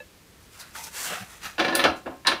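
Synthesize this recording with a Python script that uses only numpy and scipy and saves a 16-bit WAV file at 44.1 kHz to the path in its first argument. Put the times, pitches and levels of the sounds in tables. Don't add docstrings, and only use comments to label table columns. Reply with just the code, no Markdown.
import sys
import numpy as np
from scipy import signal
from scipy.fft import rfft, irfft
from scipy.io import wavfile
from scipy.ndimage import uniform_filter1d

SR = 44100
rng = np.random.default_rng(int(sys.argv[2]) if len(sys.argv) > 2 else 0)


def dump_mix(stems):
    frames = np.atleast_2d(stems).T
    limited = np.clip(frames, -1, 1)
    pcm = np.round(limited * 32767).astype(np.int16)
    wavfile.write(sys.argv[1], SR, pcm)


N = 105840


def amp(db):
    return 10 ** (np.asarray(db) / 20)


def unit(x):
    return x / np.sqrt(np.mean(x ** 2) + 1e-20)


def read(points, hz):
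    f, value = np.transpose(points)
    return np.interp(np.log(hz + 1), np.log(f + 1), value)


def add(mix, start_s, sound):
    part = mix[max(round(start_s * SR), 0):][:len(sound)]
    part += sound[:len(part)]


def coloured(x, spectrum):
    gain = amp(read(spectrum, np.fft.rfftfreq(len(x), 1 / SR)))
    return unit(irfft(rfft(x) * gain, len(x)))


def uneven(x, db):
    level = np.minimum(rng.standard_normal(2000), 1.2)
    return amp(db * np.interp(x, np.arange(2000), level))


def grains(per_s, spread_db):
    size = amp(spread_db * np.minimum(rng.exponential(1, N), 4))
    sign = rng.choice([-1, 1], N)
    happens = rng.random(N) < per_s / SR
    return unit(size * sign * happens)


def rising(x, rise_s):
    return x * np.minimum(np.arange(len(x)) / SR / max(rise_s, 1e-4), 1)


def swell(peak_s, rise_s, fall_s):
    t = np.arange(N) / SR - peak_s
    return np.exp(-np.where(t < 0, .5 * (t / rise_s) ** 2, t / abs(fall_s)))


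BASS_HZ, MID_HZ, TREBLE_HZ = 285, 1300, 4200
RIPPLE_TOP_HZ, RIPPLE_TOP_SHARE = 9100, 0.52


def tone(hz, bass_db, treble_db):
    points = [(BASS_HZ, bass_db), (MID_HZ, 0), (TREBLE_HZ, treble_db), (RIPPLE_TOP_HZ, min(treble_db, 0))]
    return amp(read(points, hz))


STRIKE_SPREAD_DB, BASS_LAG_CYCLES = 1.5, 1.02
WANDER_RAD, WANDER_PER_S = 0.5, 45


def ring(modes, bass_db, treble_db):
    t = np.arange(SR // 2) / SR
    hz, db, t60 = np.transpose(modes)[:, :, None]
    strike_db = db + STRIKE_SPREAD_DB * rng.standard_normal(hz.shape)
    size = amp(strike_db) * tone(hz, bass_db, treble_db)
    steps = rng.standard_normal(size=(len(hz), 100))
    wander = np.array([np.interp(t * WANDER_PER_S, np.arange(len(row)), row) for row in steps])
    swing = np.sin(2 * np.pi * (hz * t + rng.random(hz.shape)) + WANDER_RAD * wander)
    build_up = 1 - np.exp(-t * hz / BASS_LAG_CYCLES)
    dying = np.exp(-np.log(1000) * t / t60)
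    return (size * swing * build_up * dying).sum(0)


# pitch_hz, level_db (per Hz)
QUIET_COLOUR = [(12, -58), (20, -22), (64, -3.5), (129, -11), (219, -11), (259, -14.5), (452, -15.5),
                (725, -21.5), (1870, -21.5), (2760, -23.5), (6020, -27), (15500, -33)]


def quiet():
    return amp(-53.5) * coloured(rng.standard_normal(N), QUIET_COLOUR)


# pitch_hz, level_db, t60_s
SETTLE_MODES = [(504, -3, .13), (583, -3.5, 0.12), (1710, -3.5, .11), (2640, -5.5, 0.097), (870, -8, 0.05),
                (3850, -14.5, 0.061)]
SETTLE_S, SETTLE_RISE_S, SETTLE_DB = 0.0011, 0.0027, -34


def first_lever():
    out = np.zeros(N)
    add(out, SETTLE_S, amp(SETTLE_DB) * rising(ring(SETTLE_MODES, 0, 0), SETTLE_RISE_S))
    return out


# peak_s, rise_s, fall_s, hiss_db, body_db
SLEEVE_STROKES = [(.43, 0.017, .08, -60, -61), (.56, 0.027, 0.17, -52, -54), (.606, 0.009, .014, -40, -50),
                  (.63, 0.038, 0.12, -65, -51.5), (0.756, 0.0036, 0.022, -43, -42),
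                  (.795, 0.03, 0.051, -40.5, -42), (0.841, 0.008, 0.03, -37.5, -61),
                  (0.876, 0.0097, .012, -42, -42), (0.992, 0.037, 0.08, -37.5, -39.5),
                  (1.059, 0.064, 0.069, -32.5, -44), (1.131, 0.057, 0.049, -44, -33),
                  (1.209, 0.028, 0.041, -46.5, -42), (1.16, .012, 0.022, -50, -40),
                  (1.33, 0.04, 0.092, -50, -48.5), (1.454, .02, 0.048, -41, -34.5),
                  (1.972, 0.008, 0.023, -50.5, -59)]
# pitch_hz, level_db (per Hz)
HISS_COLOUR = [(100, -32), (700, -5), (1500, -7.5), (3000, -4), (6000, 2), (10000, -1.5), (15500, -6.5)]
# pitch_hz, level_db (per Hz)
CLOTH_COLOUR = [(50, -30), (170, -3.5), (300, -10.5), (550, -5.5), (1400, 1.5), (2600, -1.5), (5000, -11),
                (15000, -35)]
FIBRES_PER_S, FIBRE_SPREAD_DB = 7300, 3.5
CLUMP_DB, CLUMPS_PER_S = 1, 220
FOLD_DB, FOLD_WIDTH_HZ = 3, 130


def sleeve():
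    t, hz, out = np.arange(N) / SR, np.fft.rfftfreq(N, 1 / SR), 0
    for peak_s, rise_s, fall_s, hiss_db, body_db in SLEEVE_STROKES:
        hiss = amp(hiss_db) * coloured(grains(FIBRES_PER_S, FIBRE_SPREAD_DB), HISS_COLOUR)
        body = amp(body_db) * coloured(grains(FIBRES_PER_S, FIBRE_SPREAD_DB), CLOTH_COLOUR)
        folds = unit(uneven(hz / FOLD_WIDTH_HZ, FOLD_DB))
        out = out + swell(peak_s, rise_s, fall_s) * irfft(rfft(hiss + body) * folds, N)
    return out * unit(uneven(t * CLUMPS_PER_S, CLUMP_DB))


# pitch_hz, t60_s
TAIL_DECAY = [(100, 0.41), (400, 0.31), (1000, 0.27), (2800, 0.27), (7000, 0.2), (15000, 0.21)]
BLOW_SLOPE = 0.11
CROWD_RIPPLE_DB, CROWD_WIDTH_HZ = 3.5, 35
CROWD = rng.standard_normal(4000)
PATCHY_DB, PATCH_WIDTH_HZ = 2.5, 130


def burst(spectrum, bass_db, treble_db, blow_s, tail_db, count=14):
    t, hz = np.arange(SR // 2) / SR, np.fft.rfftfreq(SR // 2, 1 / SR)
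    crowd = amp(CROWD_RIPPLE_DB * np.interp(hz / CROWD_WIDTH_HZ, np.arange(len(CROWD)), CROWD))
    depth = np.interp(hz, [0, MID_HZ, RIPPLE_TOP_HZ], [0, 1, RIPPLE_TOP_SHARE])
    ripple = (crowd * uneven(hz / PATCH_WIDTH_HZ, PATCHY_DB)) ** depth
    ripple = ripple / np.sqrt(uniform_filter1d(ripple ** 2, size=600))
    noise = rfft(coloured(rng.standard_normal(len(t)), spectrum))
    noise = noise * tone(hz, bass_db, treble_db) * ripple
    centres, out = np.geomspace(60, 16000, count), 0
    for centre, share in zip(centres, np.eye(count)):
        band = irfft(noise * np.interp(hz, centres, share), len(t))
        blow = np.exp(-t / blow_s * (centre / MID_HZ) ** BLOW_SLOPE)
        tail = amp(tail_db - 60 * t / read(TAIL_DECAY, centre))
        build_up = 1 - np.exp(-t * centre / BASS_LAG_CYCLES)
        out = out + band * np.hypot(blow, tail) * build_up
    return out


# start_s, level_db, lift_db (of the highest treble)
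LATCH_SNAPS = [(0.6072, -38.5, -7), (1.7517, -18, 10), (2.2697, -16.5, -13)]
# pitch_hz, level_db (per Hz)
SNAP_COLOUR = [(100, -40), (2000, -22), (4000, 7.5), (7500, -8), (9600, 3.5), (11500, -9.5), (13500, -6),
               (16000, -12)]
SNAP_BLOW_S, SNAP_TAIL_DB = 0.0076, -6.5


def latch():
    out = np.zeros(N)
    for start_s, level_db, lift_db in LATCH_SNAPS:
        colour = [(hz, db + np.interp(hz, [5000, 11900], [0, lift_db])) for hz, db in SNAP_COLOUR]
        add(out, start_s, amp(level_db) * burst(colour, 0, 0, SNAP_BLOW_S, SNAP_TAIL_DB))
    return out


# peak_s, rise_s, fall_s, pitch_hz, half_width_hz (6 dB down), level_db
GLOVE_RUBS = [(.64, .015, .03, 1480, 150, -51.5), (.757, 0.0043, 0.01, 1380, 220, -35),
              (.785, 0.015, 0.061, 909, 49.4, -43), (1.045, 0.0037, 0.019, 1520, 90, -39),
              (1.128, 0.015, 0.017, 544, 69.6, -38), (1.16, 0.061, 0.051, 734, 49.7, -42.5)]


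def glove():
    f, out = np.fft.rfftfreq(N, 1 / SR), 0
    for peak_s, rise_s, fall_s, hz, width_hz, db in GLOVE_RUBS:
        resonance = 1 / (1 + 1j * (f - hz) / width_hz) ** 2
        rub = unit(irfft(rfft(grains(FIBRES_PER_S, FIBRE_SPREAD_DB)) * resonance, N))
        out = out + amp(db) * swell(peak_s, rise_s, fall_s) * rub
    return out


def thuds(table):
    out = np.zeros(N)
    for start_s, length_s, hz, db in table:
        t = np.arange(0, length_s, 1 / SR)
        rounded = np.sin(np.pi * (t / length_s) ** 0.97)
        low_tone = np.sqrt(2) * np.sin(2 * np.pi * (hz * t + rng.random()))
        add(out, start_s, amp(db) * rounded * low_tone)
    return out


# start_s, length_s, pitch_hz, level_db
HAND_BUMPS = [(1.105, 0.038, 179.5, -47), (1.194, 0.051, 191, -42.5), (1.198, .055, 110, -44.5),
              (1.849, 0.097, 80, -44.5)]


def hand():
    return thuds(HAND_BUMPS)


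# pitch_hz, level_db (per Hz)
CLUNK_COLOUR = [(40, -23), (100, -13.5), (170, -9), (250, -2), (330, 1.5), (450, -5), (600, -1),
                (950, -3.5), (1350, -1), (1600, -4), (1760, -3), (2000, -6), (2300, -3.5), (2480, -6),
                (2750, -3), (3100, -7), (4200, -8.5), (6000, -18), (8000, -32), (9300, -24), (10500, -35.5),
                (16000, -35)]
# pitch_hz, level_db, t60_s
IRON_MODES = [(234, -15.5, 0.23), (331.3, -3, 0.22), (490, -5.5, 0.093), (553.5, -4.5, 0.35),
              (733, -5, 0.31), (898, -6, 0.24), (1316, -4, .2), (1477, 0.5, 0.069), (1760, 2, 0.13),
              (2175, -6, 0.14), (2344, -8.5, 0.22), (2645, -8.5, 0.16), (2913, -11.5, 0.18),
              (3467, -1, 0.12)]
BLOW_S, TAIL_DB = 0.011, -3.5


def casting(bass_db, treble_db):
    crowded = burst(CLUNK_COLOUR, bass_db, treble_db, BLOW_S, TAIL_DB)
    return crowded + 0.5 * amp(-4) * ring(IRON_MODES, bass_db, treble_db)


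# time_s, level_db
DRAG_LEVEL = [(1.569, -37), (1.595, -25), (1.66, -33), (1.71, -29), (1.768, -29.5), (1.825, -23),
              (1.87, -28.5), (1.905, -46), (1.93, -70)]
SLIPS_PER_S, SLIP_SPREAD_DB, DRAG_TREBLE_DB = 500, 3, -6.5


def scrape():
    level_db = np.interp(np.arange(N) / SR, *np.transpose(DRAG_LEVEL), left=-200, right=-200)
    slips = grains(SLIPS_PER_S, SLIP_SPREAD_DB) * amp(level_db)
    body = casting(0, DRAG_TREBLE_DB)
    return signal.fftconvolve(slips, body / np.linalg.norm(body))[:N]


# start_s, level_db, bass_db, treble_db, ring_db (on top of LEVER_DB), rise_s
LEVER_KNOCKS = [(1.580, -30, 2, 0, -7, 0.0032), (1.593, -23, 0, 3, -22, 0.00087),
                (1.5981, -23, 4.5, 2, -7.5, 0.00058), (1.647, -21.5, 4, -2.5, -20, 0.00056),
                (1.681, -30, 7, 6, -6, .001), (1.692, -35.5, -2, -1, -7, 0.00092),
                (1.725, -33.5, 9.5, -2.5, 4, 0.0013), (1.7511, -25, -1, 0, -18, 0.0011),
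                (1.792, -20.5, -28, 3.5, -7, 0.0039), (1.8393, -14.5, 0.5, 1.5, -17, 0.00035),
                (1.850, -11.5, -2.5, -28, -36, 0.0011), (2.058, -26, 6.5, -17.5, -18, 0.011),
                (2.074, -32, 4.5, -34, -15, 0.0021), (2.118, -61, 6, -33, -31, .003),
                (2.2492, -30, -9, -10, -4.5, 0.00046), (2.261, -27.5, -11, -8, 0.5, 0.0011),
                (2.2704, -22.5, -10, 7.5, 0, 0.00032), (2.281, -22.5, 2, 4.5, -9, 0.0011),
                (2.315, -19.5, -6.5, -6, -9.5, 0.0019)]
# pitch_hz, level_db, t60_s
LEVER_MODES = [(968, -2, 0.2), (1059, 0, 0.45), (1230, -8, 0.16), (1754, 5.5, 0.12), (1906, -11, .2),
               (3843, 1, 0.07), (4090, -15.5, 0.34), (4010, -16, 0.4), (4760, -7, 0.06)]
LEVER_DB = -2


def second_lever():
    out = np.zeros(N)
    for start_s, level_db, bass_db, treble_db, ring_db, rise_s in LEVER_KNOCKS:
        lever = amp(LEVER_DB + ring_db) * ring(LEVER_MODES, 0, treble_db)
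        knock = casting(bass_db, treble_db) + lever
        add(out, start_s, amp(level_db) * rising(knock, rise_s))
    return out


# start_s, length_s, pitch_hz, level_db
LEVER_JUDDERS = [(1.711, 0.058, 335.3, -29), (2.05, 0.068, 332, -36)]


def judder():
    return thuds(LEVER_JUDDERS)


def scene():
    cloth_and_hand = sleeve() + glove() + hand()
    metal = first_lever() + latch() + scrape() + second_lever() + judder()
    return (quiet() + cloth_and_hand + metal)[None]


def record(dry):
    low_pass = signal.firwin(401, 15600, window=("kaiser", 8), fs=SR)
    return signal.oaconvolve(dry, low_pass[None], "same")


dry = scene()
out = record(dry)
dump_mix(out)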